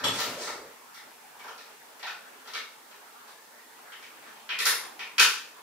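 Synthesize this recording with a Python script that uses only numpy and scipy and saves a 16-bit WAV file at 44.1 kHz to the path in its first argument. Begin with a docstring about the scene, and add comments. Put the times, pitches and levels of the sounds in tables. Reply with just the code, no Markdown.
"""Small wooden blocks knock together in a lively living room, heard mostly through its reverberation.
First they clatter and slide, with one metallic clank, while something heavier shifts on the table.
Scattered knocks follow, each ringing the blocks' damped modes, and at 3.3 s a faint far whine rises.
Near 4.6 s a flurry of knocks sets a metal rod chinking; the loudest knock comes at 5.2 s.
Throughout, a ventilation murmur, microphone hiss and faint mains hum lie underneath."""
import sys
import numpy as np
from scipy import signal
from scipy.fft import rfft, irfft
from scipy.io import wavfile

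SR = 44100
rng = np.random.default_rng(int(sys.argv[2]) if len(sys.argv) > 2 else 0)


def wav_record(signal):
    """Record a signal, one row per channel, as 16-bit PCM in the file named by sys.argv[1]."""
    frames = np.transpose(np.atleast_2d(signal))
    bounded = np.clip(frames, -1, 1)
    # unit amplitude maps onto the largest positive 16-bit level
    quanta = np.round(bounded * 32767).astype(np.int16)
    wavfile.write(sys.argv[1], SR, quanta)


N = 247842

# Modes (f/Hz, relative level/dB, T60/s) of a block: its body, then two higher sets woken by hard contact
BLOCK_MODES = [(1580, -11.5, 0.018), (1844, -2, 0.013), (2230, -11.5, 0.019), (2547, -7, 0.019),
               (3150, 5, 0.0061), (4000, -1, 0.0049)]
CRACK_MODES = [(3586, 1, 0.01), (4504, -10, 0.013), (5165, 0.5, 0.0046), (6010, 6, 0.0025)]
SIZZLE_MODES = [(7130, 0, 0.017), (9850, -3.5, 0.0066), (13050, 1, 0.005), (15600, -2, 0.0032)]
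# Modes (f/Hz, relative level/dB, T60/s) of the cavity between the blocks and of the table beneath
CAVITY_MODES = [(853, 6.5, 0.0087), (1208, -6, 0.078)]
THUD_MODES = [(204, -17, 0.075), (287, -12, 0.22), (449.6, 17, 0.048)]
# Contacts: t/s, level/dB, ring f/Hz, relative ring level/dB, hardness/dB, weight/dB
IMPACTS = [(0.0, -34.5, 1730, -2, -4.5, 5), (0.0384, -20.5, 1290, -3, -8, -2.5),
           (0.0414, -26, 3460, -13, -2.5, 4), (0.0647, -31, 3280, -7, -9, -4),
           (0.1872, -23.5, 1370, -1.5, -1.5, -6), (0.2005, -25.5, 1300, -5, 1, -0.5),
           (0.4732, -27, 1450, -4.5, -6, 0.5), (0.9443, -41, 1410, 0, 0.5, -20),
           (0.9694, -43, 2000, -1, -8, -18), (1.3396, -57.5, 880, 17.5, -20, -10),
           (1.3958, -46, 2260, 6.5, -1, 7), (1.4402, -41, 1650, 3, -4, 8), (1.48, -38, 1440, 0.5, -6, 5.5),
           (1.579, -39.5, 1400, -2, -3, -3), (1.6618, -53.5, 900, 11, 0, 5),
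           (1.9957, -37, 1230, -0.5, -7.5, -5.5), (2.0290, -26.5, 790, 0, -11.5, -22),
           (2.0676, -27, 1510, -1, -7, -18), (2.4527, -43, 1340, -1, -7, 1),
           (2.474, -36, 1540, -5, -3.5, -2), (2.5353, -29.5, 1240, 0.5, -3, -8.5),
           (2.5479, -27.5, 2220, -3.5, -5.5, -6), (2.9116, -43, 2600, -15, -10, -6),
           (3.0142, -57.5, 810, 17.5, -15, -10), (3.2786, -50.5, 1670, 4, 4, 8.5),
           (3.921, -34.5, 1770, -19, -14, -24), (4.0247, -40, 2300, -4, -5, -9),
           (4.224, -42.5, 1660, -15, -18, -18), (4.2723, -47.5, 1780, 2.5, -6, 1),
           (4.3575, -44.5, 820, 5.5, -9, -13), (4.491, -23, 2480, -17, -16, -25),
           (4.5031, -25.5, 2440, 1, -13.5, -32), (4.5884, -25.5, 2550, 0, 2, -12),
           (4.6011, -24, 2000, -2, -4, -7), (4.6544, -18.5, 1516, -1.5, 3, -11.5),
           (4.6662, -16.5, 2110, -6, -14, -14), (4.9930, -28.5, 2550, -7.5, -7, -13.5),
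           (5.012, -39, 2330, 6.5, -9, -3.5), (5.1818, -18, 2535, 8.5, -0.5, -19),
           (5.1966, -10.5, 1560, -3, 1, -12.5)]
CLACK_HZ, CRACK_HZ, SIZZLE_HZ = (1120, 3300), (3400, 6300), (6600, 15400)
RADIATION_HZ = 630  # a block is too small to radiate well below this


def knocks():
    """Impact excitation: hard contacts wake a block's high modes, heavy ones the cavity and the table."""
    out, click = np.zeros(N), signal.unit_impulse(8192)
    clack, crack, sizzle = (unit_energy(filtered(filtered(click, band), band[1], "low"))
                            for band in (CLACK_HZ, CRACK_HZ, SIZZLE_HZ))
    for s, db, ring_hz, ring_db, hard_db, weight_db in IMPACTS:
        body = filtered(unit_energy(struck(BLOCK_MODES, spread_db=3)), CLACK_HZ[1], "low")
        wood = unit_energy(clack + from_db(0.5) * body)
        wood += from_db(ring_db) * unit_energy(resonator(click, ring_hz, t60=0.015))
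        wood += from_db(weight_db) * unit_energy(struck(CAVITY_MODES, spread_db=2))
        treble = (hard_db, -crack, CRACK_MODES), (1.9 * hard_db - 6, sizzle, SIZZLE_MODES)
        for treble_db, transient, modes in treble:
            ringing = filtered(unit_energy(struck(modes, spread_db=3)), CRACK_HZ[0], "high")
            wood += from_db(treble_db) * unit_energy(transient + from_db(-6) * ringing)
        wood = filtered(filtered(wood, RADIATION_HZ, "high"), RADIATION_HZ, "high")
        thud = filtered(unit_energy(struck(THUD_MODES, spread_db=2)), 200, "high")
        add(out, s, from_db(db) * (wood + from_db(0.68 * weight_db - 9.5) * thud))
    return out


# Modes of the rod and of the clanking metal: f/Hz, relative level/dB, T60/s
ROD_MODES = [(3620, 0, 0.051), (5240, 7, 0.05), (7100, 5, .04), (9060, 11.5, 0.036), (11200, 13.5, 0.025),
             (13650, 10, 0.025)]
CLANK_MODES = [(3400, 5.5, 0.035), (4080, -25, 0.032), (5550, -3.5, 0.02), (7560, -9.5, 0.05),
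               (8300, -2, 0.014), (11460, -8.5, 0.027)]
# Touches on the rod: t/s, level/dB
ROD_TOUCHES = [(4.59, -71), (4.601, -61.5), (4.666, -50)]
CLANK_S, CLANK_DB = 0.042, -40


def metal():
    """Free vibration of thin metal in inharmonic modes: one early clank, three late touches on a rod."""
    out = np.zeros(N)
    for s, db in ROD_TOUCHES:
        add(out, s, from_db(db) * struck(ROD_MODES, spread_db=1))
    add(out, CLANK_S, from_db(CLANK_DB) * struck(CLANK_MODES, spread_db=1))
    return filtered(out, 1400, "high")


# Spectrum of wood rubbing on wood: f/Hz, relative spectral level/dB
FRICTION_SPECTRUM = [(120, -27), (200, -7.5), (570, 2.5), (864, -3), (1460, -1), (1810, -4), (2380, -3),
                     (6770, -13.5), (15000, -19.5)]
# One block dragged over another: t/s, hold/s, level/dB, relative level of added treble/dB
DRAGS = [(0.098, 0.051, -54.5, 0.5), (0.22, 0.077, -62, -26), (0.374, 0.027, -57, 5)]
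GRAINS_PER_S, DRAG_TREBLE_HZ = 1500, (3880, 9800)


def slides():
    """Sliding friction: dense, uneven micro-impacts of wood on wood merge into a scrape."""
    contacts = rng.random(N) < GRAINS_PER_S / SR
    strength = from_db(5.6 * np.minimum(rng.exponential(1, N), 3))
    grains = contacts * strength * rng.choice([-1, 1], N)
    hz = np.maximum(np.arange(N // 2 + 1) * SR / N, 1)
    scrape = unit_rms(irfft(rfft(grains) * from_db(at_hz(FRICTION_SPECTRUM, hz)), N))
    treble = filtered(scrape, DRAG_TREBLE_HZ)
    return sum(stroke(s, hold, db, rise_s=0.023, fall_db_per_s=199) * (scrape + from_db(lift) * treble)
               for s, hold, db, lift in DRAGS)


# Low modes of the table: f/Hz, bandwidth/Hz, relative level/dB
RUMBLE_BANDS = [(70.5, 33, -29), (121, 29, -11.5), (197, 45, -9.5), (268.4, 35, -4)]
# Jolts from something heavier shifting on it: t/s, hold/s, level/dB
TABLE_JOLTS = [(0.0, 0.005, -48.5), (0.036, 0.1, -42), (0.255, 0.031, -49), (0.5, 0.14, -62.5)]


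def table_rumble():
    """Forced vibration: each jolt drives the table's low modes as narrow bands of noise."""
    envelope = sum(stroke(*jolt, rise_s=0.016, fall_db_per_s=110) for jolt in TABLE_JOLTS)
    return envelope * narrow_bands(RUMBLE_BANDS)


# The heavier thing rubbing on the table: t/s, hold/s, level/dB
TABLE_RUBS = [(0.02, 0.027, -37.5), (0.331, 0.062, -44), (0.45, 0.17, -49)]


def rubs():
    """Friction noise follows sliding speed: each rub sinks in pitch as it slows."""
    return sum(stroke(s, hold, db, rise_s=0.042, fall_db_per_s=194)
               * glide(s, hz=551.3, hz_per_s=-300, width_hz=213) for s, hold, db in TABLE_RUBS)


# Reverberation time: f/Hz, T60/s
REVERB_TIMES = [(100, 0.44), (500, 0.44), (2000, 0.44), (6000, 0.44), (14000, 0.38)]
# Balance of the reflections: f/Hz, left minus right level/dB
REVERB_BALANCE = [(60, 2), (240, 2), (950, 0.5), (3770, 1), (15000, 2)]
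# Likeness of the reflections at the two ears: f/Hz, left-right correlation
REVERB_CORRELATION = [(100, 0.7), (250, 1), (600, 0.79), (2000, 0.55), (5000, 0.0061), (15000, -0.048)]
DIRECT_DB, REVERB_DB, EARLY_DB = 3.5, -13.5, 5.5
EARLY_S, BUILD_S, PLATEAU_S = 0.0031, 0.0043, 0.033


def room(x):
    """Reverberation: after the direct sound and early burst, reflections build, hold and decay by band."""
    t = np.arange(SR * 3 // 4) / SR
    decay_s = np.maximum(t - PLATEAU_S, 0)
    diffuse = np.zeros((2, len(t)))
    for hz, noise in third_octaves(len(t), REVERB_CORRELATION):
        balance_db = at_hz(REVERB_BALANCE, hz) / 2 * np.array([[1], [-1]])
        diffuse += noise * from_db(balance_db - 60 * decay_s / at_hz(REVERB_TIMES, hz))
    onset = 1 - np.exp(-t / BUILD_S) + from_db(EARLY_DB) * np.exp(-t / EARLY_S)
    response = from_db(REVERB_DB) * diffuse * onset / np.std(diffuse[:, :2048])
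    return from_db(DIRECT_DB) * x + signal.fftconvolve(x[None], response, axes=1)[:, :N]


def whine(s=3.3):
    """Narrow-band noise is heard as a wavering tone: far off, it swells, climbs and fades."""
    envelope = stroke(s, hold_s=0.4, db=-63, rise_s=0.059, fall_db_per_s=150)
    return envelope * glide(s, hz=1645, hz_per_s=680, width_hz=90)


# Murmur and hiss: f/Hz, relative spectral level/dB
MURMUR_SPECTRUM = [(25, -48), (60, -30), (100, -25), (160, -12.5), (250, -6), (400, -4), (630, -0.5),
                   (900, 1.5), (1500, 1), (2200, -4), (4000, -8), (8000, -9.5), (15900, -12)]
# Their likeness at the two ears: f/Hz, left-right correlation
MURMUR_CORRELATION = [(60, .99), (200, 0.7), (550, 0.11), (1650, 0.12), (5000, 0.011), (15000, .01)]
# Droning bands in the murmur: f/Hz, bandwidth/Hz, level/dB
DRONE_BANDS = [(246.8, 19.6, -76), (439, 61, -71), (891, 170, -65.5)]
MURMUR_DB, MURMUR_PAN_DB, HUM_HZ, HUM_DB = -50.5, -0.5, 60, -92


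def room_tone():
    """Superposition of background noise: wavering ventilation murmur, microphone hiss and mains hum."""
    shared_swell = 0.7 * drift(rate_hz=1.8)
    murmur = np.zeros((2, N))
    for hz, band in third_octaves(N, MURMUR_CORRELATION):
        depth_db = at_hz([(1500, 2.74), (5000, 0.31)], hz)  # the hiss is steadier than the murmur
        waver_db = depth_db * (shared_swell + drift(rate_hz=8.2))
        murmur += band * from_db(at_hz(MURMUR_SPECTRUM, hz) + waver_db)
    pan = from_db([[MURMUR_PAN_DB / 2], [-MURMUR_PAN_DB / 2]])
    hum = from_db(HUM_DB) * np.sqrt(2) * np.sin(2 * np.pi * HUM_HZ * np.arange(N) / SR)
    return from_db(MURMUR_DB) * unit_rms(murmur) * pan + narrow_bands(DRONE_BANDS) + hum


def resonator(clicks, hz, t60):
    """Damped oscillator: a unit click starts a decaying sine of amplitude 1."""
    r, w = from_db(-60 / (t60 * SR)), 2 * np.pi * hz / SR
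    return signal.lfilter([0, np.sin(w)], [1, -2 * r * np.cos(w), r * r], clicks + 1e-18)


def struck(modes, spread_db):
    """Modal superposition: one blow starts every mode with a random strength and sign."""
    click, draws = signal.unit_impulse(8192), rng.standard_normal((len(modes), 2))
    return sum(np.sign(polarity) * from_db(db + spread_db * scatter) * resonator(click, hz, t60)
               for (hz, db, t60), (scatter, polarity) in zip(modes, draws))


def stroke(s, hold_s, db, rise_s, fall_db_per_s):
    """Envelope of one movement: linear rise, hold, exponential decay."""
    t = np.arange(N) / SR - s
    return np.clip(t / rise_s, 0, 1) * from_db(db - fall_db_per_s * np.maximum(t - rise_s - hold_s, 0))


def glide(s, hz, hz_per_s, width_hz):
    """Quadrature modulation: a noise band of rms 1 rides a pitch that glides from time s."""
    pitch = np.maximum(hz + hz_per_s * np.maximum(np.arange(N) / SR - s, 0), 100)
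    phase = 2 * np.pi * np.cumsum(pitch) / SR
    wobble = filtered(rng.standard_normal((2, N)), width_hz / 2, "low")
    return unit_rms(wobble[0] * np.cos(phase) + wobble[1] * np.sin(phase))


def narrow_bands(bands):
    """Incoherent sum of noise bands, each at its own rms level."""
    return sum(from_db(db) * unit_rms(filtered(rng.standard_normal(N), [hz - width / 2, hz + width / 2]))
               for hz, width, db in bands)


def third_octaves(size, correlation):
    """Mid-side mixing sets each band's left-right correlation; yields (centre f/Hz, stereo noise)."""
    edges, white = 28 * 2 ** np.arange(0, 9.4, 1 / 3), rng.standard_normal((2, 2, size))
    for k, (low, high) in enumerate(zip(edges, edges[1:])):
        mid, side = filtered(white[k % 2], [low, high])
        hz = np.sqrt(low * high)
        alike = np.clip(at_hz(correlation, hz), -.9, 1)
        yield hz, np.sqrt(1 + alike) * mid + np.sqrt(1 - alike) * side * [[1], [-1]]


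def drift(rate_hz):
    """Slow random fluctuation of rms 1: low-passed noise, drawn at every 40th sample."""
    r = np.exp(-80 * np.pi * rate_hz / SR)
    slow = signal.lfilter([1], [1, -2 * r, r * r], rng.standard_normal(N // 40 + 2002))[2000:]
    return np.interp(np.arange(N) / 40, np.arange(len(slow)), unit_rms(slow))


def from_db(db):
    return 10 ** (np.asarray(db) / 20)


def unit_rms(x):
    return x / np.sqrt(np.mean(x ** 2) + 1e-20)


def unit_energy(x):
    return x / np.linalg.norm(x)


def filtered(x, edges_hz, kind="band"):
    return signal.sosfilt(signal.butter(2, edges_hz, kind, fs=SR, output="sos"), x)


def at_hz(points, hz):
    freqs, values = np.array(points).T
    return np.interp(np.log(hz), np.log(freqs), values)


def add(track, s, sound):
    at = max(round(s * SR), 0)
    piece = track[..., at:at + sound.shape[-1]]
    piece += sound[..., :piece.shape[-1]]


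def scene():
    """Superposition: the reverberant contacts add to the table's noises, the whine and the room tone."""
    return room(knocks() + metal() + slides()) + table_rumble() + rubs() + whine() + room_tone()


def record(dry):
    """Band limiting: a steep low-pass removes everything above 16 kHz."""
    return signal.sosfilt(signal.cheby2(24, 70, 16000, fs=SR, output="sos"), dry)


dry = scene()
out = record(dry)
wav_record(out)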